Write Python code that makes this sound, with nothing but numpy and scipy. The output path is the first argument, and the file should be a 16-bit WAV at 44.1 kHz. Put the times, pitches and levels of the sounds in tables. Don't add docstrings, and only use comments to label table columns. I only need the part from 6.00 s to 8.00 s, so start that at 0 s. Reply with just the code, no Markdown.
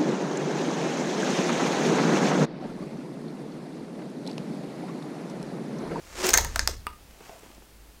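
import sys
import numpy as np
from scipy import signal
from scipy.fft import rfft, irfft
from scipy.io import wavfile
from scipy.ndimage import uniform_filter1d

SR = 44100
rng = np.random.default_rng(int(sys.argv[2]) if len(sys.argv) > 2 else 0)


def file_out(sig):
    cols = np.atleast_2d(sig).T
    lim = np.clip(cols, -1, 1)
    pcm = np.round(lim * 32767).astype(np.int16)
    wavfile.write(sys.argv[1], SR, pcm)


N = 88200
BURST_GAIN_DB = 17


def amp(db):
    return 10 ** (np.asarray(db) / 20)


def unit(x):
    return x / np.sqrt(np.mean(x ** 2) + 1e-20)


def curve_at(points, hz):
    f, value = np.transpose(points)
    return np.interp(np.log(hz + 1), np.log(f + 1), value)


def fader(points):
    s, db = np.transpose(points)[:2]
    return amp(np.interp(np.arange(N) / SR, s, db, left=-120, right=-120))


def add(mix, s, sound):
    part = mix[max(round(s * SR), 0):][:len(sound)]
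    part += sound[:len(part)]


def eq(x, points, size=4096):
    hz = abs(np.fft.fftfreq(size, 1 / SR))
    log_gain = np.log(amp(curve_at(points, hz)))
    response = np.exp(np.conj(signal.hilbert(log_gain)))
    impulse = np.fft.ifft(response).real[:size // 2]
    return signal.fftconvolve(x, impulse)[:len(x)]


def resonate(x, hz, width_hz):
    carrier = np.exp(2j * np.pi * np.cumsum(hz * np.ones(len(x))) / SR)
    pole = np.exp(-np.pi * width_hz / SR)
    return 2 * (carrier * signal.lfilter([1 - pole], [1, -pole], x / carrier + 1e-18)).real


def steep_band(x, hz, width_hz):
    return resonate(resonate(x, hz, width_hz), hz, width_hz)


def waver(hz, drift_hz):
    drift = unit(uniform_filter1d(rng.standard_normal(N), size=700))
    return np.sqrt(2) * np.sin(2 * np.pi * (np.cumsum(hz + drift_hz * drift) / SR + rng.random()))


def stick_slip(per_s, spread_db):
    size = amp(spread_db * np.minimum(rng.exponential(1, N), 4))
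    return size * rng.choice([-1, 1], N) * (rng.random(N) < per_s / SR)


def burst(decay_s, size=2048):
    fade = np.exp(-(np.arange(size) / SR / decay_s))
    spectrum = rfft(rng.standard_normal(size) * fade)
    chatter = irfft(spectrum / (abs(spectrum) + 1e-9)) * np.sqrt(fade)
    return chatter / np.linalg.norm(chatter)


def hit_envelope(t, attack_s, decay_s):
    return (1 - np.exp(-t / attack_s)) * np.exp(-t / decay_s)


# (frequency [Hz], gain [dB])
ROOM_TONE_EQ = [(30, 0.5), (100, -4), (250, -6), (700, -11), (1200, -15.5), (4000, -18.5), (16000, -23.5)]

def room_tone(level_db=-54.5):
    return amp(level_db) * unit(eq(rng.standard_normal(N), ROOM_TONE_EQ))


# (frequency [Hz], t60 [s])
GARAGE_DECAY = [(100, 0.69), (500, 0.28), (1500, .3), (4000, 0.33), (7000, 0.29), (16000, 0.22)]
# (frequency [Hz], gain [dB])
GARAGE_EQ = [(100, -3.5), (400, 3), (1000, -2), (3000, -1), (5500, 1.5), (8000, -2), (12000, -1)]

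def garage(send, return_db=-10.5, gap_s=.004, echoes_per_s=4000):
    echoes = rng.standard_normal(SR) * (rng.random(SR) < echoes_per_s / SR)
    hz, t, bands = signal.stft(echoes, SR, nperseg=256)
    fade = amp(-60 * t / curve_at(GARAGE_DECAY, hz)[:, None])
    tail = signal.istft(bands * fade, SR, nperseg=256)[1]
    tail *= np.arange(len(tail)) / SR > gap_s
    wet = signal.fftconvolve(send, tail / np.linalg.norm(tail))[:N]
    return amp(return_db) * eq(wet, GARAGE_EQ)


# (time [s], level [dB])
THROB_FADER = [(1.0, -58.5), (1.48, -64.5), (1.58, -51), (1.66, -65), (1.74, -53), (1.85, -50.5), (2, -58)]

def throb():
    return fader(THROB_FADER) * waver(hz=51, drift_hz=4.2)


# (time [s], level [dB])
RUB_FADER = [(.95, -67), (1.19, -59), (1.26, -50), (1.34, -54), (1.41, -56), (1.45, -54), (1.53, -59.5),
             (1.66, -68)]
# (frequency [Hz], gain [dB])
RUB_EQ = [(100, -13), (350, -7), (650, -0.5), (900, -2.5), (1700, -9), (2600, -7), (3800, -14.5),
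          (7000, -13.5), (10000, -22), (16000, -25)]

def rub():
    return fader(RUB_FADER) * unit(eq(stick_slip(per_s=2500, spread_db=2.0), RUB_EQ))


def squeak(peak_s=1.339, swell_s=.032, level_db=-50.5):
    swell = np.exp(-((np.arange(N) / SR - peak_s) / swell_s) ** 2)
    return amp(level_db) * swell * unit(steep_band(rng.standard_normal(N), hz=638, width_hz=100))


# (time [s], level [dB], pitch [Hz])
TAP_CUES = [(1.2065, -37.5, 475), (1.294, -32, 410), (1.300, -42.5, 560), (1.433, -43, 444),
            (1.461, -40, 300), (1.502, -42, 320), (1.58, -44.5, 325), (1.622, -41, 390)]
# (frequency [Hz], gain [dB])
TAP_EQ = [(100, -7), (350, 5), (700, -3), (1400, -11.5), (2500, -16), (8000, -46)]

def taps(decay_s=.0038, grit_mix=.68):
    out, t = np.zeros(N), np.arange(2048) / SR
    for s, db, hz in TAP_CUES:
        grit = unit(eq(rng.standard_normal(len(t)), TAP_EQ))
        add(out, s, amp(db) * np.exp(-t / decay_s) * (np.sin(2 * np.pi * hz * t) + grit_mix * grit))
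    return out


# (time [s], relative level [dB], band centre [Hz])
TICK_CUES = [(1.109, -40, 2620), (1.393, -41, 8100), (1.514, -40.5, 2280), (1.548, -40.5, 5470)]

def ticks():
    out = np.zeros(N)
    for s, db, hz in TICK_CUES:
        add(out, s, amp(db + BURST_GAIN_DB) * resonate(burst(decay_s=.0036), hz, width_hz=1900))
    return out


# (time [s], level [dB], pitch [Hz], decay [s])
THUD_CUES = [(0.454, -32.5, 144, 0.011), (0.613, -41, 134, 0.0095), (.764, -31.5, 98, 0.011)]

def thuds(attack_s=.004):
    out, t = np.zeros(N), np.arange(SR // 8) / SR
    for s, db, hz, decay_s in THUD_CUES:
        add(out, s, amp(db) * hit_envelope(t, attack_s, decay_s) * np.sin(2 * np.pi * hz * t))
    return out


# (frequency [Hz], drift [Hz], relative level [dB])
BENDING_MODES = [(27.32, 3, 1.5), (57.03, 10.3, 4.5), (84.7, 5.7, -1), (160, 30, -14.5),
                 (221.6, 49.2, -13.5)]
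# (time [s], level [dB])
WOBBLE_FADER = [(0, -59.5), (.18, -46.5), (.29, -50), (.34, -32.5), (.4, -30), (.51, -37.5), (.61, -32.5),
                (.72, -37), (.84, -47.5), (.92, -45.5), (.98, -57.5), (1.15, -59)]

def wobble():
    sway = sum(amp(db) * waver(hz, drift_hz) for hz, drift_hz, db in BENDING_MODES)
    return fader(WOBBLE_FADER) * unit(sway)


# (frequency [Hz], relative level [dB], t60 [s])
CLINK_MODES = [(435, -10.5, 0.052), (890, -17, 0.19), (978, -4, 0.093), (1213, 0, 0.15), (1248, -2, 0.074),
               (1770, -11, 0.027), (2336, -12, 0.067), (2683, -5, 0.046), (2860, -2, 0.041),
               (4500, -5.5, 0.011)]

def clink(start_s=.8682, ring_db=-31, attack_db=-5.5):
    out, t = np.zeros(N), np.arange(SR // 2) / SR
    ring = sum(amp(db - 60 * t / t60) * np.sin(2 * np.pi * hz * t) for hz, db, t60 in CLINK_MODES)
    attack_eq = [(200, -16), (700, -26), (1200, 9), (3000, 5),
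                 (6800, -21.5), (9000, 1.5), (10500, -14), (15000, -8)]
    add(out, start_s, amp(ring_db) * ring)
    add(out, start_s, amp(attack_db) * eq(burst(decay_s=.00068), attack_eq))
    return out


# (time [s], level [dB])
SCRAPE_FADER = [(0, -56), (.08, -51), (.15, -45.5), (.19, -35.5), (.225, -33), (.25, -23.5), (.27, -30),
                (.282, -26), (.32, -38.5), (.42, -45), (.5, -48.5), (.56, -46)]
# (frequency [Hz], gain [dB])
SCRAPE_EQ = [(100, -11.5), (330, 8.5), (700, 4.5), (1500, 2.5), (2400, 1), (3600, -3.5), (5500, -0.5),
             (7500, -2.5), (10500, -13.5), (16000, -21)]

def scrape():
    return fader(SCRAPE_FADER) * unit(eq(stick_slip(per_s=1800, spread_db=1), SCRAPE_EQ))


# (time [s], level [dB], pitch [Hz])
GROAN_CURVE = [(.17, -63, 360), (0.201, -40.5, 357.7), (0.229, -37, 375), (.245, -27.5, 373.2),
               (.262, -27.5, 370), (.29, -42, 362), (.32, -74, 347)]

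def groan(rasp_mix=.14):
    s, _, hz = np.transpose(GROAN_CURVE)
    pitch = np.interp(np.arange(N) / SR, s, hz)
    rasp = unit(resonate(rng.standard_normal(N), pitch, width_hz=83))
    return fader(GROAN_CURVE) * (waver(pitch, drift_hz=3.8) + rasp_mix * rasp)


# (time [s], level [dB], pitch [Hz], decay [s])
KNOCK_CUES = [(0.3387, -13.5, 1548, .006), (0.345, -17.5, 1820, 0.0055), (.350, -30, 975, 0.0076),
              (.384, -18.5, 1947, 0.0048), (.3855, -16.5, 911, 0.0062), (.4480, -34, 929, 0.021),
              (0.4488, -29, 1820, 0.0052), (.562, -25, 695, 0.0056), (0.69, -26, 378, 0.0032)]

def knocks(attack_s=.00097, grain_mix=.21):
    out, t = np.zeros(N), np.arange(SR // 10) / SR
    for s, db, hz, decay_s in KNOCK_CUES:
        grain = unit(resonate(rng.standard_normal(len(t)), hz, width_hz=390))
        body = np.sin(2 * np.pi * hz * t) + grain_mix * grain
        add(out, s, amp(db) * hit_envelope(t, attack_s, decay_s) * body)
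    return out


def chirp(start_hz=1080.6, first_octave_s=.019, smear_s=.0019):
    t = np.arange(SR // 10) / SR
    hz = start_hz / (1 + t / first_octave_s)
    wave = hit_envelope(t, attack_s=.0047, decay_s=.018) * np.sin(2 * np.pi * np.cumsum(hz) / SR)
    scatter = rng.standard_normal(len(t)) * np.exp(-t / smear_s)
    smeared = signal.fftconvolve(wave, scatter / np.linalg.norm(scatter))[:len(t)]
    return .61 * wave + .54 * smeared


# (centre [Hz], width [Hz], relative level [dB], t60 [s])
WIRE_CLUSTERS = [(517.8, 200, -11.5, 0.18), (908, 110, -12, 0.27), (1243, 250, -11, 0.29),
                 (1598, 181, -3, 0.15), (1962, 430, 2, 0.089), (4330, 300, -2, 0.067),
                 (5650, 510, -11, 0.12), (6400, 550, 2.5, 0.16), (6820, 500, -5.5, 0.23),
                 (7190, 1100, -21.5, 0.15)]

def wire_ring(blows, gain_db=-6.5, modes=9):
    t, ring = np.arange(SR // 2) / SR, 0
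    for hz, width_hz, db, t60 in WIRE_CLUSTERS:
        jitter, phase = rng.random((2, modes, 1))
        modes_hz = hz + width_hz * ((np.arange(modes)[:, None] + jitter) / modes - .5)
        cluster = np.sin(2 * np.pi * (modes_hz * t + phase)).sum(0)
        ring = ring + amp(db - 60 * t / t60) * cluster
    return amp(gain_db) * signal.fftconvolve(blows, ring / np.linalg.norm(ring))[:N]


# (time [s], relative level [dB], decay [s], crack low-pass [Hz], clack pitch [Hz],
# clack send [dB], zing pitch [Hz], zing send [dB], wire send [dB], chirp level [dB])
SNAP_CUES = [(.2605, -24, .0014, 15000, 1600, -16, 6400, 4, -6, -47),
             (0.267, -18, 0.0033, 14900, 2000, -9, 6400, 7, -9, -27),
             (0.287, -29, .001, 15000, 2350, 1, 6400, -9, -6, -54),
             (.2900, -18.5, .0013, 13900, 2440, 11, 5100, 9.5, -2, -44),
             (.2930, -15.5, 0.0013, 14800, 1270, -14, 5200, 1, -5, -43),
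             (0.305, -20.5, 0.002, 14000, 1600, -19, 6300, 14, -3, -30.5),
             (0.3344, -14.5, 0.0013, 11000, 1620, -1, 6400, -10, 9.5, -56),
             (.3388, -7, 0.0012, 10800, 1550, -6.5, 6450, 8.5, -0.5, -28.5),
             (.3406, -11.5, .002, 13900, 1760, -6, 6400, 10, 0, -21.5),
             (0.345, -20.5, 0.0041, 10000, 1780, 15, 6400, 9, 9, -27.5),
             (.3744, -11, 0.00049, 15900, 1780, 1, 6600, -2, -2, -38),
             (.3760, -12, .001, 14100, 1770, 8, 6320, 11, 3.5, -28),
             (.3830, -19, 0.0025, 16000, 1820, 6, 4440, 12.5, -11, -32),
             (0.411, -29, 0.0013, 13000, 1900, -19, 6400, 7, -18, -35),
             (0.4472, -23.5, 0.0016, 13700, 1850, 5.5, 8400, -2, 0, -29.5),
             (.5594, -20, 0.003, 11900, 1480, 16.5, 4150, -1, -11, -35),
             (.5933, -17.5, 0.0016, 8950, 1740, 15, 5010, 13.5, 3, -28.5),
             (0.675, -12, 0.0018, 10000, 1500, 5, 4860, 8.5, -13, -28.5)]
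# (frequency [Hz], gain [dB])
CRACK_EQ = [(100, -11.5), (400, -4), (1000, 1.5), (2000, -1), (3200, -1.5), (5500, 1), (8500, 2.5),
            (10500, -8), (13500, 2), (16000, 3)]

def snaps(room_zing_db=-13.5):
    body, close_zing, room_zing, blows = np.zeros((4, N))
    for s, db, decay_s, top_hz, clack_hz, clack_db, zing_hz, zing_db, wire_db, chirp_db in SNAP_CUES:
        jolt = amp(db + BURST_GAIN_DB) * burst(decay_s)
        low_pass = signal.butter(2, top_hz, fs=SR, output="sos")
        crack = signal.sosfilt(low_pass, eq(jolt, CRACK_EQ))
        clack = amp(clack_db) * resonate(jolt, clack_hz, width_hz=390)
        add(body, s, crack + clack)
        add(body, s, amp(chirp_db) * chirp())
        add(close_zing, s, amp(zing_db) * steep_band(jolt, zing_hz, width_hz=1300))
        add(room_zing, s, amp(zing_db + room_zing_db) * steep_band(jolt, zing_hz, width_hz=3500))
        add(blows, s, amp(wire_db) * jolt)
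    return body + wire_ring(blows), close_zing, room_zing


def scene():
    snap_body, close_zing, room_zing = snaps()
    close = snap_body + knocks() + scrape() + groan() + clink()
    close += rub() + squeak() + taps() + ticks() + thuds()
    bed = room_tone()
    reverb = garage(close + room_zing)
    return (close + close_zing + reverb + wobble() + throb() + bed)[None]


def record(dry, ceiling=.82, top_hz=15900):
    rounded = dry / (1 + (dry / ceiling) ** 4) ** .25
    low_pass = signal.firwin(511, top_hz, window=("kaiser", 9), fs=SR)
    return signal.oaconvolve(rounded, low_pass[None], "same")


dry = scene()
out = record(dry)
file_out(out)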